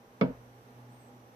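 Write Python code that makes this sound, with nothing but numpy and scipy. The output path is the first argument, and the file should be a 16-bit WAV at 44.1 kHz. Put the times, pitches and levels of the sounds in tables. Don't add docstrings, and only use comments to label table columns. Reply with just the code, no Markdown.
import sys
import numpy as np
from scipy import signal
from scipy.fft import rfft, irfft
from scipy.io import wavfile
from scipy.ndimage import uniform_filter1d

SR = 44100
rng = np.random.default_rng(int(sys.argv[2]) if len(sys.argv) > 2 else 0)


def transcribe(u):
    v = np.clip(np.atleast_2d(u).T, -1, 1)
    q = np.round(v * 32767).astype(np.int16)
    wavfile.write(sys.argv[1], SR, q)


N = 59535

BUMP_S = .2112
LEFT_LAG_S = 0.000206
# frequency in Hz, left-right correlation, left minus right in dB.
ROOM_IMAGE = [(59.5, 1, -3), (122, 0.94, -3.5), (355, 0.92, 0.5), (650, 0.96, -6.5), (1310, -0.63, -1.5),
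              (2280, 0.051, 0), (7000, -0.045, -3.1), (14000, 0, 2)]


def undb(db):
    return 10 ** (np.asarray(db) / 20)


def unit(x):
    return x / np.sqrt(np.mean(x ** 2))


def pan(db):
    return undb(np.array([[1], [-1]]) * db / 2)


def along(hz, table, column=1):
    rows = np.array(table, float)
    return np.interp(np.log(hz + 1e-9), np.log(rows[:, 0]), rows[:, column])


def since(start):
    return np.maximum(np.arange(N) / SR - start, 0)


def fade(age, t60):
    return np.exp(-np.log(1000) * age / t60)


def attack(age, rise_s):
    return 1 - np.exp(-age / rise_s)


def drift(rate_hz):
    hold = int(SR / rate_hz)
    steps = np.repeat(rng.standard_normal(N // hold + 1), hold)
    return unit(uniform_filter1d(uniform_filter1d(steps, hold), hold)[:N])


def freqs():
    return np.arange(N // 2 + 1) * SR / N


def noise(colour, correlation, lag_s=0):
    mid, side = rfft(rng.standard_normal((2, N)))
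    alike = np.clip(correlation, -1, 1)
    stereo = np.sqrt(1 + alike) * mid + np.sqrt(1 - alike) * side * np.array([[1], [-1]])
    delay = np.exp(-2j * np.pi * freqs() * np.array([[lag_s], [0]]))
    return unit(irfft(colour * delay * stereo, N))


def resonance(hz, width_hz):
    return 1 / (1 + ((freqs() - hz) / width_hz) ** 2) ** 2


def burst(band, envelope):
    return unit(band * envelope) * np.sqrt(np.mean(envelope ** 2))


def air():
    # frequency in Hz, relative noise density in dB.
    spectrum = [(25, -34), (54, -21), (85, -21.5), (120, -10.5), (160, -19), (240, -10.5), (305, -16),
                (440, -13.5), (700, -19), (900, -19), (1290, -21.5), (2500, -31), (5000, -38.5),
                (6000, -45), (7070, -41.5), (9500, -43), (14500, -38.5)]
    colour = undb(along(freqs(), spectrum)) * pan(along(freqs(), ROOM_IMAGE, column=2))
    return undb(-57) * noise(colour, along(freqs(), ROOM_IMAGE)) * undb(.5 * drift(rate_hz=11))


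def fan():
    # pitch in Hz, width in Hz, level in dB.
    tones = [(247.1, 10.5, -64), (490, 6.7, -73), (833, 3.2, -80.5), (805.3, 7.2, -69.5), (841, 4.4, -72),
             (5865, 550, -78)]
    out = 0
    for hz, width, db in tones:
        band = noise(resonance(hz, width), along(hz, ROOM_IMAGE))
        out = out + undb(db) * pan(along(hz, ROOM_IMAGE, column=2)) * band
    return out


def mains_hum(hz=120.2, waver=0.0089):
    # time in seconds, level in dB.
    swells = [(0, -75), (0.119, -68), (.37, -56), (.44, -56.5), (.54, -58.5), (0.629, -63.5), (.76, -54.5),
              (.92, -53.5), (1.06, -61), (1.12, -67), (1.19, -60), (1.35, -64)]
    phase = 2 * np.pi * np.cumsum(hz * (1 + waver * drift(rate_hz=7.2))) / SR
    gain = undb(np.interp(since(0), *np.array(swells).T))
    return np.sqrt(2) * gain * np.sin(phase)


def panel_boom(start, cutoff_hz):
    # pitch in Hz, relative level in dB, T60 and attack in seconds, left minus right in dB.
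    modes = [(52, -48, 0.28, 0.0056, 6), (73.7, -53, 0.51, 0.0058, 16), (133.6, -22, 0.258, 0.015, 7),
             (177.8, -18, 0.25, 0.0024, -2.5), (213, -12.5, 0.097, 0.0028, -1.5), (245, -25, 0.37, 0.02, 3),
             (259.4, -19, 0.29, 0.013, -1), (276.4, -22, 0.23, 0.007, -1.5), (301, -30.5, 0.097, 0.0027, 9),
             (432, -16, 0.12, .003, -2), (490.4, -25, 0.22, 0.0054, -2), (523.6, -30.5, 0.18, 0.0012, -7),
             (554.5, -26.5, 0.14, 0.0016, 11.5), (619.2, -31.5, 0.24, 0.0038, -16),
             (668.2, -29.5, 0.15, 0.0017, 7.5), (929, -32.5, 0.21, 0.00095, -4),
             (985, -31.5, 0.12, 0.0018, -12.5), (1160, -45, 0.068, .001, 15), (1270, -40, 0.25, 0.0014, 1),
             (1464, -49, 0.4, .001, 7)]
    age = np.array([since(start + LEFT_LAG_S), since(start)])
    out = 0
    for k, (hz, db, t60, rise_s, side_db) in enumerate(modes):
        polarity = (-1) ** k
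        gain = undb(db) / (1 + (hz / cutoff_hz) ** 4)
        envelope = attack(age, rise_s) * fade(age, t60)
        out = out + polarity * gain * pan(side_db) * envelope * np.sin(2 * np.pi * hz * age)
    return out


def contact_tick(decay_s=.003):
    age = since(BUMP_S)
    band = noise(resonance(hz=2420, width_hz=2360), correlation=0.18)
    return undb(-36) * pan(-7.5) * burst(band, (age > 0) * np.exp(-age / decay_s))


def frame_rattle(direct_db=0.5, direct_decay_s=0.0024):
    # centre and width in Hz, level in dB, T60 in seconds, left minus right in dB.
    clusters = [(475, 202, -28, 0.21, -2), (816, 210, -48.5, 0.12, -18), (952, 60, -34.5, 0.12, -4),
                (1199, 110, -31.5, 0.091, 6), (1445, 270, -35.5, 0.13, -4.5), (2150, 200, -36, 0.052, -17),
                (2243, 170, -39.5, 0.14, 3), (2640, 1200, -44, 0.13, -10), (3430, 290, -43, 0.067, -1.5),
                (4300, 640, -57.5, 0.18, -2), (5034, 150, -56, 0.076, -11.5),
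                (5740, 90, -54.5, 0.027, -13.5), (11000, 4000, -62, .03, -9)]
    age = since(BUMP_S)
    onset = attack(age, rise_s=0.0012) * (1 + undb(direct_db) * np.exp(-age / direct_decay_s))
    out = 0
    for hz, width, db, t60, side_db in clusters:
        band = noise(resonance(hz, width), correlation=0.48, lag_s=LEFT_LAG_S)
        out = out + undb(db) * pan(side_db) * burst(band, onset * fade(age, t60))
    return out


def room_tail():
    # frequency in Hz, relative noise density in dB.
    spectrum = [(100, -14), (450, 18.5), (1400, 8), (2600, -4.5), (5000, -20), (8000, -42), (14000, -59)]
    age = since(BUMP_S)
    wash = noise(undb(along(freqs(), spectrum)), along(freqs(), ROOM_IMAGE))
    return undb(-41) * wash * attack(age, rise_s=0.0039) * fade(age, t60=0.54)


def stand_shudder():
    age = since(BUMP_S)
    rumble = noise(resonance(hz=58, width_hz=32), correlation=0.7)
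    return undb(-54.5) * pan(2.2) * burst(rumble, attack(age, rise_s=0.011) * fade(age, t60=1))


def settling_knock():
    # start in seconds, level in dB relative to the bump, cutoff in Hz.
    knocks = [(0.2986, -25, 600)]
    return sum(undb(db) * panel_boom(start, cutoff_hz) for start, db, cutoff_hz in knocks)


def whistle(flutter_db=2.5, jitter=.007, echo_db=-15):
    # time in seconds, pitch in Hz, level in dB.
    contour = [(0.894, 7500, -86), (.914, 8050, -79), (0.938, 8640, -78.5), (.965, 8680, -80.5),
               (1.018, 8080, -75), (1.073, 8060, -78.5), (1.102, 7620, -85), (1.11, 7430, -102)]
    times, hz, db = np.array(contour).T
    t = since(0)
    gate = (t > times[0]) * (t < times[-1])
    gain = gate * undb(np.interp(t, times, db) + flutter_db * drift(rate_hz=460))
    pitch = np.interp(t, times, hz) * (1 + jitter * drift(rate_hz=700))
    tone = np.sqrt(2) * gain * np.sin(2 * np.pi * np.cumsum(pitch) / SR)
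    room = unit(rng.standard_normal((2, N)) * fade(t, t60=0.27)) / np.sqrt(N)
    echo = signal.fftconvolve(tone[None], room, axes=1)[:, :N]
    return pan(-10) * (tone + undb(echo_db) * echo)


def scene():
    boom = undb(-3.5) * (panel_boom(BUMP_S, cutoff_hz=4000) + settling_knock())
    damping = fade(since(.322), t60=0.18)
    tank = (boom + frame_rattle()) * damping
    bump = tank + contact_tick() + stand_shudder() + room_tail()
    return bump + air() + fan() + mains_hum() + whistle()


def record(dry):
    return signal.sosfilt(signal.ellip(10, .2, 70, 14650, fs=SR, output="sos"), dry)


dry = scene()
out = record(dry)
transcribe(out)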